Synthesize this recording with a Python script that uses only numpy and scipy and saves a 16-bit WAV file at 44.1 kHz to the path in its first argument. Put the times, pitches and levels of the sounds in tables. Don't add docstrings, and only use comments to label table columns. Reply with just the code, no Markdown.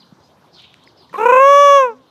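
import sys
import numpy as np
from scipy import signal
from scipy.io import wavfile
from scipy.ndimage import uniform_filter1d

SR = 44100
rng = np.random.default_rng(int(sys.argv[2]) if len(sys.argv) > 2 else 0)


def transcribe(u):
    v = np.clip(np.atleast_2d(u).T, -1, 1)
    q = np.round(v * 32767).astype(np.int16)
    wavfile.write(sys.argv[1], SR, q)


def ratio_of_db(decibels):
    return 10 ** (np.asarray(decibels, float) / 20)


N = 92786

# pitch_hz [Hz], level_db [dB]
PARK_AIR = [(40, -27), (70, -2.5), (170, -1.5), (330, -5), (1000, -8.5), (2200, -23.5), (4800, -19.5),
            (7500, -36)]
# start_s [s], length_s [s], from_hz [Hz], to_hz [Hz], level_db [dB]
FAR_CHIRPS = [(-.03, 0.071, 5350, 3740, -60.5), (0.218, 0.047, 4820, 5180, -69.5),
              (0.294, .03, 3390, 4900, -73), (0.817, 0.039, 3720, 4780, -66),
              (0.86, 0.051, 5190, 3870, -65.5), (0.964, 0.089, 5210, 3780, -62.5),
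              (1.165, 0.03, 4100, 3190, -57), (2.071, .06, 4280, 3300, -69.5)]
# start_s [s], peak_db [dB], pitch_hz [Hz], width_hz [Hz]
TWIG_TICKS = [(0.123, -35, 176, 73.5), (.122, -56, 420, 250), (.742, -29.5, 2300, 1540),
              (.742, -46, 6000, 3000), (.838, -44, 6000, 3000), (0.844, -47, 8000, 3000),
              (0.875, -36.5, 2040, 350), (1.095, -45, 3500, 4000), (1.096, -47, 1850, 120),
              (.622, -45.5, 7500, 2000), (1.558, -21, 9000, 9200), (1.57, -49, 9000, 8960)]
# time_s [s], centre_hz [Hz], level_db [dB]
WING_SWISH = [(.51, 5200, -74), (.55, 4600, -45.5), (.59, 3600, -45), (.64, 3200, -47), (.68, 3300, -54.5),
              (.76, 3400, -60), (.9, 3400, -67)]
# time_s [s], pitch_hz [Hz], level_db [dB]
DOVE_HUM = [(1.11, 165, -47), (1.17, 208.8, -48.5), (1.31, 220, -40), (1.44, 288, -47), (1.8, 270, -54),
            (1.86, 220.4, -47), (1.96, 256.2, -41.5), (2.02, 266, -49), (2.05, 250, -82.5)]
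# centre_s [s], level_db [dB], length_s [s]
CLUCK_PUFFS = [(1.129, -33.5, 0.0065), (1.139, -22.5, 0.0079), (1.154, -25.5, 0.0098)]
# pitch_hz [Hz], width_hz [Hz], level_db [dB]
THROAT_RING = [(480, 230, -11.5), (1055, 150, -1), (2300, 170, -19.5), (11850, 5000, -48.5)]
# time_s [s], pitch_hz [Hz], level_db [dB], beak_opening [0-1]
CALL_EFFORT = [
    (1.172, 409.8, -20.5, 0.3),
    (1.22, 459.8, -12, 0),
    (1.27, 492.4, -3, 0.06),
    (1.4, 536.3, -4, 0),
    (1.49, 562.6, -4, 0.37),
    (1.62, 571.9, -0.5, 0.61),
    (1.77, 559.5, -2, 0.77),
    (1.84, 515.8, -7.5, 0.14),
    (1.955, 402.7, -34.5, 0.11),
]
# centre_s [s], depth_db [dB], closing_s [s], opening_s [s]
VOICE_CATCHES = [(1.177, 18, .003, .004), (1.196, 18.5, 0.0016, 0.0017), (1.209, 11, 0.0027, 0.0011),
                 (1.223, 15, 0.0017, 0.0053), (1.253, 22.5, 0.0068, 0.0017), (1.281, 20.5, 0.0057, 0.0052),
                 (1.319, 15.5, 0.0051, 0.002), (1.351, 7.5, 0.0036, .004), (1.394, 4, 0.0053, .002)]
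# pitch_hz [Hz], width_hz [Hz], closed_db [dB], open_db [dB]
WINDPIPE = [(1161, 495, 18.5, 22.5), (1850, 830, -7.5, -15.5), (2590, 242, 18.5, 9), (3400, 390, -29.5, 17),
            (4000, 280, 5, -13), (4350, 9000, -23.5, -32.5), (5876, 550, -5, 29), (6490, 500, 13.5, 7),
            (7600, 1200, 4.5, -11), (9300, 700, 2, 8), (10650, 1500, -4, -15), (12500, 780, 12, 15.5),
            (15100, 3000, 2, 3)]
# delay_s [s], level_db [dB]
FAR_RETURNS = [(0.02, -25), (0.045, -39.5), (0.109, -40.5), (.19, -51.5), (.29, -61.5), (0.369, -74)]


def columns(rows):
    time_s, *values = np.transpose(rows)
    return [np.interp(np.arange(N) / SR, time_s, value) for value in values]


def drift(rate_hz):
    r = np.exp(-2 * np.pi * rate_hz / SR)
    x = signal.lfilter([1], [1, -2 * r, r * r], rng.standard_normal(N + SR))[SR:]
    return x / x.std()


def resonate(x, hz, width_hz):
    r = np.exp(-np.pi * width_hz / SR)
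    return signal.lfilter([(1 - r * r) / 2, 0, (r * r - 1) / 2],
                          [1, -2 * r * np.cos(2 * np.pi * hz / SR), r * r], x)


def cut(x, hz, kind, order=2):
    return signal.sosfilt(signal.butter(order, hz, kind, fs=SR, output="sos"), x)


def air(patchy_db):
    level_db, hiss_db = -53, -82.5
    hiss_hz, hiss_width_hz = 12700, 6000
    settle = 9000
    white = rng.standard_normal((2, N + settle))
    edges = 35 * 2 ** np.arange(0, 9, .5)
    table_hz, table_db = np.transpose(PARK_AIR)
    bed = 0
    for k, (low, high) in enumerate(zip(edges, edges[1:])):
        band_db = np.interp(np.log(low * high) / 2, np.log(table_hz), table_db)
        gain_db = band_db + patchy_db * drift(9)
        bed = bed + ratio_of_db(gain_db) * cut(white[k % 2], [low, high], "band")[settle:]
    hiss = resonate(white[0, :N], hiss_hz, hiss_width_hz)
    hiss = resonate(hiss, hiss_hz, hiss_width_hz)
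    return ratio_of_db(level_db) * bed / bed.std() + ratio_of_db(hiss_db) * hiss / hiss.std()


def chirps():
    bend, warble_depth, hoarse_depth = 1.8, .012, .45
    voices = ((1, 1, 0), (.9, .7, -3))
    t = np.arange(N) / SR
    warble = 1 + warble_depth * drift(220)
    out = 0
    for start_s, length_s, from_hz, to_hz, level_db in FAR_CHIRPS:
        progress = np.clip((t - start_s) / length_s, 0, 1)
        swell = np.sqrt(np.sin(np.pi * progress).clip(0))
        for start_ratio, end_ratio, voice_db in voices:
            first_hz, last_hz = from_hz * start_ratio, to_hz * end_ratio
            hz = (first_hz + (last_hz - first_hz) * progress ** bend) * warble
            whistle = np.sin(2 * np.pi * np.cumsum(hz) / SR)
            out = out + ratio_of_db(level_db + 9 + voice_db) * swell * whistle
    return out * ratio_of_db(1.6 * drift(80)) * (1 + hoarse_depth * drift(340))


def trees(x):
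    wet_db, t60_s = -6, 0.52
    t = np.arange(SR // 2) / SR
    tail = rng.standard_normal(SR // 2) * ratio_of_db(-60 * t / t60_s)
    return ratio_of_db(wet_db) * signal.fftconvolve(x, tail / np.linalg.norm(tail))[:N]


def ticks():
    out = 0
    for start_s, peak_db, hz, width_hz in TWIG_TICKS:
        click = np.full(N, 1e-18)
        click[int(start_s * SR)] = 1
        ring = resonate(resonate(click, hz, width_hz), hz, 2 * width_hz)
        out = out + ratio_of_db(peak_db) * ring / np.abs(ring).max()
    return out


def swish():
    width_hz, rough_db = 535, 2
    hz, level_db = columns(WING_SWISH)
    carrier = np.exp(2j * np.pi * np.cumsum(hz) / SR)
    base = cut(rng.standard_normal((2, N)), width_hz, "low")
    band = np.real((base[0] + 1j * base[1]) * carrier)
    started = np.arange(N) > WING_SWISH[0][0] * SR
    return band / band.std() * ratio_of_db(level_db + rough_db * drift(40)) * started


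def dove():
    hz, level_db = columns(DOVE_HUM)
    tone = np.sin(2 * np.pi * np.cumsum(hz) / SR)
    started = np.arange(N) > DOVE_HUM[0][0] * SR
    return ratio_of_db(level_db + 0.83 * drift(25)) * tone * started


def clucks():
    snap_db = 12.5
    t, puff = np.arange(N) / SR, 0
    for centre_s, level_db, length_s in CLUCK_PUFFS:
        shape = np.exp(-(np.abs(t - centre_s) / length_s) ** 2)
        puff = puff + ratio_of_db(level_db) * (t > centre_s) * shape
    snap = ratio_of_db(snap_db) * np.diff(puff, prepend=0).clip(0)
    puff = puff * rng.standard_normal(N) + snap
    out = 0
    for hz, width_hz, level_db in THROAT_RING:
        ring = resonate(resonate(puff, hz, width_hz), hz, 3 * width_hz)
        out = out + ratio_of_db(level_db) * np.sqrt(SR / width_hz) * ring
    return out


def tract(x, column):
    x = cut(x, 700, "low", order=1)
    x = cut(x, 330, "high")
    for hz, width_hz, *gains_db in WINDPIPE:
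        q, w = np.pi * width_hz / SR, 2 * np.pi * hz / SR
        gain = ratio_of_db(gains_db[column])
        x = signal.lfilter([1 + q * gain, -2 * np.cos(w), 1 - q * gain],
                           [1 + q, -2 * np.cos(w), 1 - q], x)
    return x


def peacock():
    sag_per_db, jitter, start_jitter, steady_s = .0075, .0012, .02, 1.4
    tilt_db, dull_per_db, half_db = -6, .15, -48
    catch_noise_db, breath_db, rasp_db = -9, -23, -52
    t = np.arange(N) / SR
    hz, level_db, beak = columns(CALL_EFFORT)
    hz = uniform_filter1d(hz, int(.04 * SR))
    beak = np.clip(beak, 0, 1)

    catch_db = 0
    for centre_s, depth_db, closing_s, opening_s in VOICE_CATCHES:
        side_s = np.where(t < centre_s, closing_s, opening_s)
        catch_db = catch_db + depth_db * np.exp(-np.abs(t - centre_s) / side_s)
    unsteady = jitter + start_jitter * np.clip((steady_s - t) / 0.032, 0, 1)
    hz = hz * (1 - sag_per_db * catch_db + unsteady * drift(90))
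    phase = 2 * np.pi * np.cumsum(hz) / SR

    slope_db = tilt_db + dull_per_db * level_db.clip(-40, 0) * (t > CALL_EFFORT[5][0])
    pulses = 0
    for k in range(1, 29):
        pulses = pulses - ratio_of_db(slope_db * np.log2(k)) * np.cos(k * phase)
    pulses = pulses * (1 + ratio_of_db(half_db + 7 * drift(9)) * np.cos(phase / 2))

    opening = 1 + np.cos(phase)
    leak = rng.standard_normal(N) * opening * ratio_of_db(catch_noise_db) * np.tanh(catch_db / 6)
    breath = cut(rng.standard_normal(N) * opening, 1800, "high")
    source = pulses + cut(leak, 3000, "low") + ratio_of_db(breath_db) * breath
    voice = (1 - beak) * tract(source, column=0) + beak * tract(source, column=1)
    voice = voice / np.sqrt(uniform_filter1d(voice ** 2, size=600) + 1e-9)
    fade_in = np.clip((t - CALL_EFFORT[0][0]) / 0.0053, 0, 1)
    fade_out = np.clip((CALL_EFFORT[-1][0] - t) / 0.051, 0, 1)
    effort = ratio_of_db(uniform_filter1d(level_db, size=900) - catch_db)

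    rasp = ratio_of_db(rasp_db + 3 * drift(70)) * cut(rng.standard_normal(N), [5000, 14500], "band")
    rasp = rasp * (t > CLUCK_PUFFS[0][0]) * np.clip((1.45 - t) / .1, 0, 1)
    return voice * effort * fade_in * fade_out + rasp


def echoes(x):
    tail = np.zeros(SR // 2)
    for delay_s, level_db in FAR_RETURNS:
        smear = rng.standard_normal(400) * np.hanning(400)
        first = int(delay_s * SR)
        tail[first:first + 400] += ratio_of_db(level_db) * smear / np.linalg.norm(smear)
    return cut(signal.fftconvolve(x, tail)[:N], 1960, "low")


def scene():
    bird = peacock() + clucks()
    far = chirps() + swish()
    near_field = bird + echoes(bird)
    far_field = far + trees(far)
    return (near_field + far_field + ticks() + dove() + air(patchy_db=3.0))[None]


def band_limit(x):
    return signal.sosfilt(signal.butter(12, 15200, fs=SR, output="sos"), x)


def record(dry):
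    limit_db, release_db_per_s = -.2, 8.5
    x = cut(dry, 87, "high", order=3)
    release_db = release_db_per_s * np.arange(N) / SR
    over_db = np.maximum(20 * np.log10(np.abs(x[0]) + 1e-9) - limit_db, 0)
    held_db = np.maximum.accumulate(over_db + release_db) - release_db
    held_db = uniform_filter1d(np.r_[held_db[88:], held_db[-88:]], size=176)
    return band_limit(np.clip(x * ratio_of_db(-held_db), -1, 1))


dry = scene()
out = record(dry)
transcribe(out)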